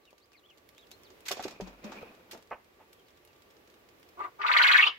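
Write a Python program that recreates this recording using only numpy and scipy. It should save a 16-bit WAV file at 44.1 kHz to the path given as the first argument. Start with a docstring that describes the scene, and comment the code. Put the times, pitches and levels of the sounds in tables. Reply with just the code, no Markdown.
"""Thin chirps come from further off over an outdoor hush, while beaks, claws and feet tick on the litter.
From about one second birds flutter, bump the boards and scrape; then a hen clucks twice.
Near the end a quail gives a short note and then a harsh trilled crow, in a plank-walled aviary with wire mesh.
Its voice is rough pulses driving resonances and a swooping whistle; the small sounds are shaped noise and
fading tones. A close pair of microphones hears the crow with its reflections from ground and planks."""
import sys
import numpy as np
from scipy import signal
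from scipy.fft import rfft, irfft
from scipy.io import wavfile
from scipy.ndimage import uniform_filter1d

SR = 44100
rng = np.random.default_rng(int(sys.argv[2]) if len(sys.argv) > 2 else 0)


def transcribe(u):
    """Save the signal u as a 16-bit wav file named by the first command-line argument.

    u: samples, shape (n,) or (channels, n), limited to [-1, 1]; the rate is SR.
    q: integer samples, one column per channel.
    """
    v = np.clip(np.atleast_2d(u).T, -1, 1)
    q = np.round(v * 32767).astype(np.int16)
    wavfile.write(sys.argv[1], SR, q)


N = 219838
TIME, BINS = np.arange(N) / SR, np.fft.rfftfreq(N, 1 / SR)  # seconds, Hz

# How alike left and right are for sounds spread over the ground.
# Each row: frequency in Hz, likeness from 0 to 1.
GROUND_LIKENESS = [(100, 0.97), (500, 0.86), (1000, 0), (2000, 0), (6000, 0), (15000, 0.3)]
# The crowing voice swoops up and back about 20 times a second.
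# Each row: start in seconds, time at the crest in seconds, strength of the kick going up in dB.
VOICE_SWOOPS = [(4.417, 0.015, 12.5), (4.465, 0.019, 7), (4.517, .021, 6), (4.568, 0.0188, 9),
                (4.618, 0.01985, 4), (4.6683, 0.0174, 6), (4.715, .019, 9), (4.765, 0.0155, -7),
                (4.811, 0.012, -1), (4.848, .014, -5), (4.879, 0.012, 5)]
CROW_START_S, CROW_DB = 4.3853, -26.5  # the level is the full effort, before the voice is shaped


def amp(db):
    """Turns decibels into gain."""
    return 10 ** (np.asarray(db) / 20)


def unit(x):
    """Scales a sound to an average strength (rms) of 1."""
    return x / np.sqrt(np.mean(x ** 2) + 1e-20)


def read(points, hz):
    """Reads a table between its rows, on a log-frequency axis."""
    f, value = np.transpose(points)
    return np.interp(np.log(hz + 1), np.log(f + 1), value)


def colour(x, points):
    """Makes some frequencies louder than others, by a table of (Hz, dB)."""
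    size = x.shape[-1]
    gain = amp(read(points, np.fft.rfftfreq(size, 1 / SR)))
    return irfft(rfft(x) * gain, size)


def add(mix, s, sound):
    """Mixes a sound in at time s, cutting it at the end of the mix."""
    part = mix[..., round(s * SR):][..., :sound.shape[-1]]
    part += sound[..., :part.shape[-1]]


def ramp(start, length):
    """Rises evenly from 0 to 1."""
    return np.clip((TIME - start) / length, 0, 1)


def wander(hz):
    """A random drift of rms 1 that changes at rates up to about the given one."""
    smooth = np.exp(-(BINS / hz) ** 2)
    return unit(irfft(rfft(rng.standard_normal(N)) * smooth, N))


def resonate(x, hz, width):
    """A steep two-stage resonance of gain 1 whose pitch can follow a curve."""
    turn = np.exp(2j * np.pi * np.cumsum(hz * np.ones(len(x))) / SR)
    r = np.exp(-np.pi * width / SR)
    # shift the pitch down to zero, smooth twice, and shift it back up
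    smoothed = signal.lfilter([(1 - r) ** 2], [1, -2 * r, r * r], x / turn + 1e-18)
    return 2 * (turn * smoothed).real


def pair(x, likeness):
    """Blends two unrelated signals into a left and a right of given likeness."""
    a, b = rfft(x)
    same = np.clip(read(likeness, BINS), -1, 1)
    return irfft(np.array([a, same * a + np.sqrt(1 - same ** 2) * b]), N)


def steadied(x, size):
    """Holds a vibration at even strength over the given number of samples."""
    power = uniform_filter1d(uniform_filter1d(x ** 2, size), size)
    return x / np.sqrt(abs(power) + 1e-12)


def syrinx(hz, rough, jitter):
    """A bird's voice organ: uneven pulses mixed with puffs of air, one of each a cycle."""
    turns = np.cumsum(hz * (1 + jitter * rough * wander(300))) / SR
    pulses = np.diff(np.floor(turns), prepend=0)
    puffs = np.exp(-(turns % 1) / 0.23) * rng.standard_normal(N)
    rough = np.clip(rough, 0, 1)
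    return (1 - rough) * unit(pulses - pulses.mean()) + rough * unit(puffs)


def air(drone_hz=1160, drone_width_hz=53, drone_db=-79, hush_db=-62.5):
    """A quiet, slightly uneven outdoor hush of coloured noise, with a faint far drone."""
    # Spectrum of the hush. Each row: frequency in Hz, relative level in dB.
    hush_colour = [(20, -33), (45, -10), (75, -5), (160, -11.5), (260, -8.5), (340, -3.5), (450, -2.5),
                   (700, -9.5), (1100, -12.5), (2400, -14.5), (7200, -27.5), (9200, -32.5), (11500, -27.5),
                   (15800, -25)]
    # How alike its left and right are. Each row: frequency in Hz, likeness from -1 to 1.
    hush_likeness = [(60, 0.74), (130, 0.88), (290, 0.71), (640, 0.27), (1400, -0.34), (3100, -0.069),
                     (15000, -0.0087)]
    noise = pair(rng.standard_normal((2, N)), hush_likeness)
    hush = unit(colour(noise, hush_colour)) * amp(hush_db + 1.8 * wander(0.98))
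    hush = hush * amp([[-.7], [.7]])  # a little stronger on the right
    drone = unit(resonate(rng.standard_normal(N), drone_hz, drone_width_hz))
    return hush + amp(drone_db) * drone


def chirps(level_db=-3, waver=0.014, flutter_db=3, length_s=0.051, arch_octaves=.06):
    """Thin, fluttering whistles of small birds, each a slightly arched glide."""
    # Each row: start in seconds, level in dB before the shared trim and flutter,
    # pitch in Hz at the middle before the waver, glide in octaves.
    chirp_rows = [(.025, -69, 3900, -.3), (.062, -62.5, 2660, -0.54), (0.201, -67, 4350, 0.64),
                  (.325, -60.5, 2350, -0.84), (.353, -65, 4120, -.7), (0.426, -60.5, 3210, 0.48),
                  (0.48, -57, 2980, -0.67), (.515, -68, 2096, -.2), (.756, -59, 3500, 0.51),
                  (.78, -65, 3735, -0.42), (.81, -62, 3280, -0.73), (.903, -59, 4020, .35),
                  (1.036, -60, 4040, -0.9), (2.972, -65, 3180, -0.26), (3.058, -69, 3900, -0.99),
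                  (3.142, -70, 3760, -0.81), (3.27, -66, 2760, -0.24)]
    out, shake = np.zeros(N), wander(370)
    u = np.linspace(-1, 1, int(length_s * SR))  # from start to end of a chirp
    for s, db, middle_hz, glide in chirp_rows:
        octaves = glide * u / 2 - arch_octaves * u ** 2
        hz = middle_hz * 2 ** octaves * (1 + waver * shake[int(s * SR):][:len(u)])
        whistle = np.sin(2 * np.pi * np.cumsum(hz) / SR)
        add(out, s, amp(db + level_db) * np.cos(np.pi * u / 2) * whistle)
    return out * amp(flutter_db * wander(150))


def grit(size, grain_db):
    """Two channels of tiny collisions of very uneven strength."""
    strength = np.minimum(rng.exponential(1, size // 8 + 1), 4).repeat(8)[:size]
    return unit(rng.standard_normal((2, size)) * amp(grain_db * strength))


def shower(rise_s, decay_s, low_db, treble_db, bright_db=0):
    """One short shower of grit and feather noise; a brighter one has less weight and more fizz."""
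    # Basic colour of the shower. Each row: frequency in Hz, level in dB.
    scuff_colour = [(100, -40), (400, -3.5), (1300, 0.5), (4000, 2), (7000, -3), (9000, -5), (13000, 0),
                    (16000, -11)]
    t = np.arange(SR // 5) / SR
    stroke = (1 - np.exp(-t / rise_s)) * np.exp(-(t / decay_s) ** 0.88)
    tone = [(700, low_db - bright_db), (1700, 0.0091), (7000, 0), (10000, treble_db + bright_db)]
    noise = unit(colour(grit(len(t), grain_db=3.0), scuff_colour))
    return colour(noise, tone) * stroke / stroke.max()


def pattering(per_s=7, level_db=-61, spread_db=7.0):
    """Small feet keep ticking faintly on the grit, at random moments."""
    out = np.zeros((2, N))
    for s in TIME[rng.random(N) < per_s / SR]:
        tick = shower(rise_s=0.0007, decay_s=0.0032, low_db=-6, treble_db=-8)
        add(out, s, amp(level_db + spread_db * rng.uniform(-1, 1)) * tick)
    return pair(out, GROUND_LIKENESS)


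def scratches(wing_db=-7.0, scrape_db=-8.5, peck_db=-4.5, clump_db=2.5):
    """Beaks and claws tick, wings swish brightly and feet scrape dully, all in uneven clumps."""
    # Beaks and claws on grit, strokes of wings, and feet scraping through the litter.
    # Each row: start in seconds, level in dB before the trim of its kind, brightness in dB.
    peck_rows = [(0.129, -55.5, -22.5), (0.3184, -49, -7), (.502, -54.5, -8), (0.6895, -47.5, 13),
                 (.7806, -43.5, 1), (0.9087, -50, 0), (0.9144, -35.5, 6.5), (1.0336, -45, 7.5),
                 (1.103, -46.5, -5), (1.205, -48.5, 12), (2.9293, -50, 12), (3.25, -54.5, 17),
                 (3.331, -51.5, -10), (3.503, -50, -14.5), (3.5666, -49.5, -9.5), (3.997, -58, 18),
                 (4.029, -53, 7)]
    wing_rows = [(1.254, -37.5, -1), (1.264, -32, 0), (1.282, -26, 0.5), (1.291, -32, -4), (1.311, -27, 2),
                 (1.3172, -34.5, -2), (1.422, -36, 2), (1.433, -31.5, -6), (2.31, -37, 2.5)]
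    scrape_rows = [(1.312, -31.5, -2), (1.367, -36, -4.5), (1.399, -37.5, 0.5), (1.477, -37, 4),
                   (1.506, -43, 8), (1.6074, -38, 5), (1.6713, -47, -1), (1.841, -42, 3), (1.917, -36.5, 2),
                   (2.33, -44, -3.5)]
    out = np.zeros((2, N))
    for s, db, bright in peck_rows:
        tick = shower(rise_s=0.00045, decay_s=0.0021, low_db=1, treble_db=-12.5, bright_db=bright)
        add(out, s, amp(db + peck_db) * tick)
    for s, db, bright in wing_rows:
        swish = shower(rise_s=0.0036, decay_s=0.009, low_db=-8.5, treble_db=-9.5, bright_db=bright)
        add(out, s, amp(db + wing_db) * swish)
    for s, db, bright in scrape_rows:
        scrape = shower(rise_s=0.0017, decay_s=.013, low_db=14.5, treble_db=-20, bright_db=bright)
        add(out, s, amp(db + scrape_db) * scrape)
    return pair(out, GROUND_LIKENESS) * amp(clump_db * wander(136))


def bumps(knock_db=-9, knock_s=0.0086, soft_cycles=0.37):
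    """Each blow gives a dull knock at the spot that is struck, softer when low, and the planks ring on."""
    # Feet and bodies on wood.
    # Each row: start in seconds, level in dB, pitch in Hz, time to fade by 60 dB in seconds.
    bump_rows = [(1.104, -52, 369, .09), (1.309, -29.5, 720, 0.033), (1.3942, -27.5, 738, 0.036),
                 (1.452, -25.5, 380, 0.035), (1.600, -27, 417, 0.031), (1.617, -34.5, 186, 0.18),
                 (1.845, -37, 214, 0.18), (1.858, -46, 603, 0.16), (1.921, -38, 920, 0.029),
                 (2.029, -37.5, 480, 0.098), (2.348, -37.5, 462, 0.026)]
    # The plank wall that every bump shakes.
    # Each row: frequency in Hz, level in dB against the bump, time to fade by 60 dB in seconds.
    plank_rows = [(123, -41, 0.29), (188, -31.5, 0.4), (300, -18, 0.097), (400, -40, 0.27),
                  (555, -18.5, 0.082), (1260, -26, 0.062)]
    # Heavy landings sway the whole wall; columns as for the bumps.
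    sway_rows = [(1.395, -63, 46, 0.33), (1.613, -50.5, 48.5, 0.69)]
    out, t = np.zeros(N), np.arange(SR // 2) / SR
    for s, db, hz, t60 in bump_rows:
        spot = np.sin(2 * np.pi * hz * t) * amp(-60 * t / t60)
        wall = np.zeros(len(t))
        for f, level, ring in plank_rows:
            wall += amp(level - 60 * t / ring) * np.sin(2 * np.pi * (f * t + rng.random()))
        knock = unit(resonate(rng.standard_normal(len(t)), 1.52 * hz, 1.5 * hz))
        knock *= amp(knock_db) * np.exp(-t / knock_s)
        soft_start = 1 - np.exp(-t * hz / soft_cycles)
        add(out, s, amp(db) * (spot + wall + knock) * soft_start)
    for s, db, hz, t60 in sway_rows:
        add(out, s, amp(db - 60 * t / t60) * np.sin(2 * np.pi * hz * t))
    return out


def stirring(mesh_hz=2470, mesh_width_hz=360, rise_db_per_s=222):
    """Litter shifts under the birds while the wire mesh shivers; both build up with each bout and then settle."""
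    # Bouts of trampling. Each row: time of the height in seconds, litter level in dB,
    # mesh level in dB, fade in dB per second.
    bout_rows = [(1.32, -57.5, -53, 88), (1.47, -50.5, -56, 70), (1.64, -52.5, -63, 39),
                 (1.859, -47, -57.5, 45), (1.979, -47.5, -51, 111), (2.35, -52, -85, 220)]
    # Colour of the litter. Each row: frequency in Hz, relative level in dB.
    litter_colour = [(60, -16), (140, -14.5), (200, -1.5), (300, -5), (500, -6.5), (1000, -9.5),
                     (2400, -18), (5000, -26.5), (9000, -42), (15000, -35)]
    s, litter_db, mesh_db, fade = np.transpose(bout_rows)[:, :, None]
    away_db = np.maximum((s - TIME) * rise_db_per_s, (TIME - s) * fade)
    # the strongest bout of the moment sets the level
    litter = unit(colour(grit(N, grain_db=2), litter_colour))
    litter *= amp((litter_db - away_db).max(0) + 2 * wander(41))
    noise = rng.standard_normal((2, N))
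    mesh = np.array([unit(resonate(side, mesh_hz, mesh_width_hz)) for side in noise])
    mesh *= amp((mesh_db - away_db).max(0) + 2 * wander(70))
    return pair(litter + mesh, GROUND_LIKENESS)


def hen():
    """A cluck is a brief burst of rough pulses through a wide throat."""
    # Each row: start in seconds, level in dB, pitch in Hz, rise in seconds, decay in seconds.
    cluck_rows = [(2.507, -36, 418.6, 0.0079, 0.012), (2.787, -58, 498.5, 0.017, 0.017)]
    # Colour of the hen's throat. Each row: frequency in Hz, relative level in dB.
    hen_colour = [(120, -14.5), (330, -14.5), (480, -0.5), (760, -1), (1150, -2), (1500, -12), (2100, -12),
                  (2800, -16.5), (3600, -40), (6000, -47), (12000, -78)]
    out = np.zeros(N)
    for s, db, hz, rise, decay in cluck_rows:
        voice = steadied(colour(syrinx(hz, rough=.7, jitter=.4), hen_colour), size=300)
        t = np.maximum(TIME - s, 0)
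        fade = np.exp(-np.maximum(t - rise - .011, 0) / decay)  # held 11 ms before it fades
        out += amp(db) * voice * np.minimum(t / rise, 1) * fade
    return out


def short_note(closed_db=-9, open_db=8, whistle_db=3, whistle_width_hz=700, edge_s=0.011):
    """Almost clean pulses through a nearly closed beak; where the voice cracks it roughens and a whistle leaps up."""
    # Resonances of the throat. Each row: frequency in Hz, width in Hz, level in dB.
    note_rows = [(392, 120, -5), (754, 110, -5), (1094, 440, 9), (1860, 390, -3), (2780, 240, -40),
                 (3420, 280, -25)]
    start_s, rise_s, fall_s, end_s = 4.166, .038, 0.0396, 4.29
    note_db, fade_db, note_hz, sag_hz, note_rough = -37, 20.5, 401.3, 84.2, 0.31
    crack_s, crack_width_s, crack_hz, crack_rough = 4.232, 0.01, 2540, 0.41
    crack_db, crack_dip_db = 12, 12.5  # lift of the upper resonances, dip of the whole note
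    # strength fades in and out and takes the pitch with it
    strength = ramp(start_s, rise_s) - ramp(end_s - fall_s, fall_s)
    crack = np.exp(-np.square(((TIME - crack_s) / crack_width_s) ** 2))
    drive = syrinx(note_hz - sag_hz * (1 - strength), note_rough + crack_rough * crack, jitter=0.14)
    upper_db = closed_db + open_db * strength + crack_db * crack
    voice = np.zeros(N)
    for f, width, level in note_rows:
        voice += amp(level + upper_db * (f > 1600)) * resonate(drive, f, width)
    whistle_hz = crack_hz * (1 + crack) / 2
    whistle = amp(whistle_db) * crack * resonate(drive, whistle_hz, whistle_width_hz)
    gate = ramp(start_s, edge_s) - ramp(end_s - edge_s, edge_s)
    level_db = note_db - fade_db * (1 - strength) - crack_dip_db * crack
    return steadied(voice + whistle, size=300) * amp(level_db) * gate


def breath(swell_db=22, swell_s=0.072, attack_s=0.0072):
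    """The crow swells quickly, holds, winds down as the breath runs out and is cut off; gives effort and wane."""
    wane_start_s, wane_s, wane_db = 4.772, 0.086, 4.5
    stop_s, release_db_per_s = 4.873, 540
    age, wane = np.maximum(TIME - CROW_START_S, 0), ramp(wane_start_s, wane_s)
    attack_db = 20 * np.log10(1 - np.exp(-age / attack_s) + 1e-6)
    rise_db = attack_db - swell_db * np.exp(-age / swell_s)
    release_db = release_db_per_s * np.maximum(TIME - stop_s, 0)
    return CROW_DB + rise_db - wane_db * wane - release_db, wane


def trill(wane, rise_s=0.0021, fall_s=0.0033):
    """Height within each swoop (0-1) and whistle pitch; the trough climbs, then closes in on the crest."""
    trough_start_hz, trough_open_hz, trough_end_hz, opening_s = 910, 1580, 2956, 0.26
    crest_start_hz, crest_end_hz = 4133, 3700
    lift = np.zeros(N)
    for s, held, _ in VOICE_SWOOPS:
        going_up = 1 + np.tanh((TIME - s) / rise_s / 2)
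        coming_down = 1 - np.tanh((TIME - s - held) / fall_s / 2)
        lift += going_up * coming_down / 4
    trough = trough_start_hz + (trough_open_hz - trough_start_hz) * ramp(CROW_START_S, opening_s)
    trough = trough + (trough_end_hz - trough_open_hz) * wane
    crest = crest_start_hz + (crest_end_hz - crest_start_hz) * wane ** 2
    return lift, trough + lift * (crest - trough)


def kicks(wane, kick_s=0.0044, down_db=3.0, surge_db=4.0, surge_lag_s=0.0096, surge_s=0.0098):
    """The air is held for an instant and bursts out at each turn of a swoop; the last swoops end in a surge."""
    up, held, up_db = np.transpose(VOICE_SWOOPS)
    down = up + held
    ages = (TIME - np.r_[up, down][:, None] + 0.0022) / kick_s
    shape = np.exp(-ages ** 2) * (0.47 + 0.6 * np.tanh(4 * ages))  # a small dip, then a burst
    kick_db = np.r_[up_db, np.full(len(down), down_db)] @ shape
    surges = np.exp(-((TIME - down[:, None] - surge_lag_s) / surge_s) ** 2).sum(0)
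    return kick_db + surge_db * surges * wane ** .3


def quail(whistle_width_hz=540, crest_db=-4, rasp_db=-22.5, rasp_lift_db=6, overtone_db=-22, voice_db=-1,
          shake=0.021):
    """Rough pulses drive an unsteady whistle that swoops up and down, and the fixed throat under it."""
    # Pulses of the syrinx. Each row: time in seconds, pulse rate in Hz before jitter, roughness from 0 to 1.
    pulse_rows = [(4.39, 391.6, .4), (4.46, 450.2, .52), (4.599, 450, .65), (4.74, 400, .6),
                  (4.785, 348.7, 0.38), (4.82, 427.6, .35), (4.918, 390.5, 0.7)]
    # Fixed resonances of the throat.
    # Each row: frequency in Hz, width in Hz, level in dB, extra dB when the voice is soft.
    throat_rows = [(430, 120, -27, 19), (1150, 330, -7, 3), (2000, 700, -14, -7), (2950, 600, -16, -12)]
    # Colour of the whistle as it leaves the beak. Each row: frequency in Hz, level in dB.
    beak_colour = [(300, -55), (600, -8), (1100, 3), (1700, 8), (2400, 7.5), (3000, 3.5), (3500, -1.5),
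                   (4200, 2.5), (5000, 11.5), (6500, 7), (9000, -36)]
    # Colour of the loud voice's rasp. Each row: frequency in Hz, relative level in dB.
    rasp_colour = [(300, -14), (900, 12.5), (3000, -53), (5500, 9.5), (7300, -1.5), (8800, -12),
                   (10500, -9.5), (13000, -7), (16000, -21)]
    # The small body radiates little bass. Each row: frequency in Hz, level in dB.
    body_colour = [(60, -19), (250, -11.5), (450, -7.5), (800, 1), (15000, 0.5)]
    effort_db, wane = breath()
    lift, whistle_hz = trill(wane)
    whistle_hz = whistle_hz * (1 + shake * wander(210))
    s, pulse_hz, rough = np.transpose(pulse_rows)
    drive = syrinx(np.interp(TIME, s, pulse_hz), np.interp(TIME, s, rough), jitter=.25)
    # a soft voice loses the top of each swoop, its overtones and its rasp
    soft = np.clip((CROW_DB - effort_db) / 20, 0, 1)
    whistle = steadied(resonate(drive, whistle_hz, whistle_width_hz), size=260)
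    whistle = colour(whistle * amp(lift * (crest_db - 15.3 * soft)), beak_colour)
    overtone = steadied(resonate(drive, 2 * whistle_hz, 2 * whistle_width_hz), size=260)
    overtone *= amp(overtone_db - 66 * lift - 39 * soft)
    throat = np.zeros(N)
    for hz, width, db, extra in throat_rows:
        throat += amp(db + soft * (extra - 1.4 * lift)) * steadied(resonate(drive, hz, width), size=900)
    rasp = unit(colour(drive, rasp_colour))
    rasp *= amp(rasp_db + rasp_lift_db * lift - 20 * soft + 2 * wander(280))
    level_db = effort_db + voice_db + kicks(wane) + 1.28 * wander(370)
    return colour((whistle + overtone + throat + rasp) * amp(level_db), body_colour)


def reflected(x):
    """Sound reaches the two microphones by several paths, each at slightly different times."""
    # Paths from the quail to the microphones.
    # Each row: delay in milliseconds, signed gain, lag of left behind right in milliseconds.
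    path_rows = [(0.0, 0.67, 0.32), (0.174, 0.33, 0.12), (0.286, 0.27, 0.081), (0.302, -0.53, -0.31),
                 (0.758, -0.43, 0.02), (1.228, -0.36, -0.4), (1.89, 0.41, 0.25), (2.778, 0.33, -0.16),
                 (2.797, -0.36, 0.1), (3.955, -0.35, 0.15), (5.687, -0.45, -0.36)]
    sides = np.array([[.5], [-.5]])
    paths = 0
    for ms, gain, lag in path_rows:
        paths = paths + gain * np.exp(-2j * np.pi * BINS * (ms + sides * lag) / 1000)
    return irfft(rfft(x) * paths, N)


def aviary(x, early_db, tail_db, early_s):
    """Dense scatter from the planks, then a weak tail that dies band by band."""
    # Decay of the aviary, longest near 2000 and 3600 Hz and short in the bass.
    # Each row: frequency in Hz, time to fade by 60 dB in seconds.
    decay_rows = [(100, 0.16), (500, 0.27), (1200, 0.28), (2000, 0.49), (2700, 0.32), (3600, 0.47),
                  (6000, 0.4), (15000, 0.31)]
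    taps = rng.choice([-1., 1.], (2, SR)) * (rng.random((2, SR)) < 3000 / SR)  # about 3000 echoes a second
    age = np.arange(SR) / SR
    early = taps * (age > .003) * np.exp(-age / early_s)
    hz, t, z = signal.stft(taps[::-1] * (age > .012), SR, nperseg=256)
    fading = z * amp(-60 * t / read(decay_rows, hz)[:, None])
    tail = signal.istft(fading, SR, nperseg=256)[1][:, :SR]
    response = (amp(early_db) * unit(early) + amp(tail_db) * unit(tail)) / np.sqrt(SR)
    return signal.fftconvolve(np.atleast_2d(x), response, axes=1)[:, :N]


def scene():
    """The background, the other birds and the crow, all but the hush and the stirring echoed by the aviary."""
    far = chirps()
    far_room = aviary(far, early_db=0.0, tail_db=-19, early_s=0.007)
    ground = scratches() + pattering() + bumps() + hen()
    ground = ground * amp([[-1], [1]])  # the busy birds are a little to the right
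    ground_room = aviary(ground, early_db=-6.5, tail_db=-13.5, early_s=0.0091)
    voice = short_note() + quail()
    crow = reflected(voice) + aviary(voice, early_db=-2, tail_db=-17.5, early_s=0.012)
    return air() + far + far_room + ground + ground_room + stirring() + crow


def record(dry):
    """The recorder's band limit: a steep filter that removes the highest treble."""
    edge_hz = 15850
    lowpass = signal.firwin(511, edge_hz, window=("kaiser", 9), fs=SR)
    return signal.oaconvolve(dry, lowpass[None], "same")


dry = scene()
out = record(dry)
transcribe(out)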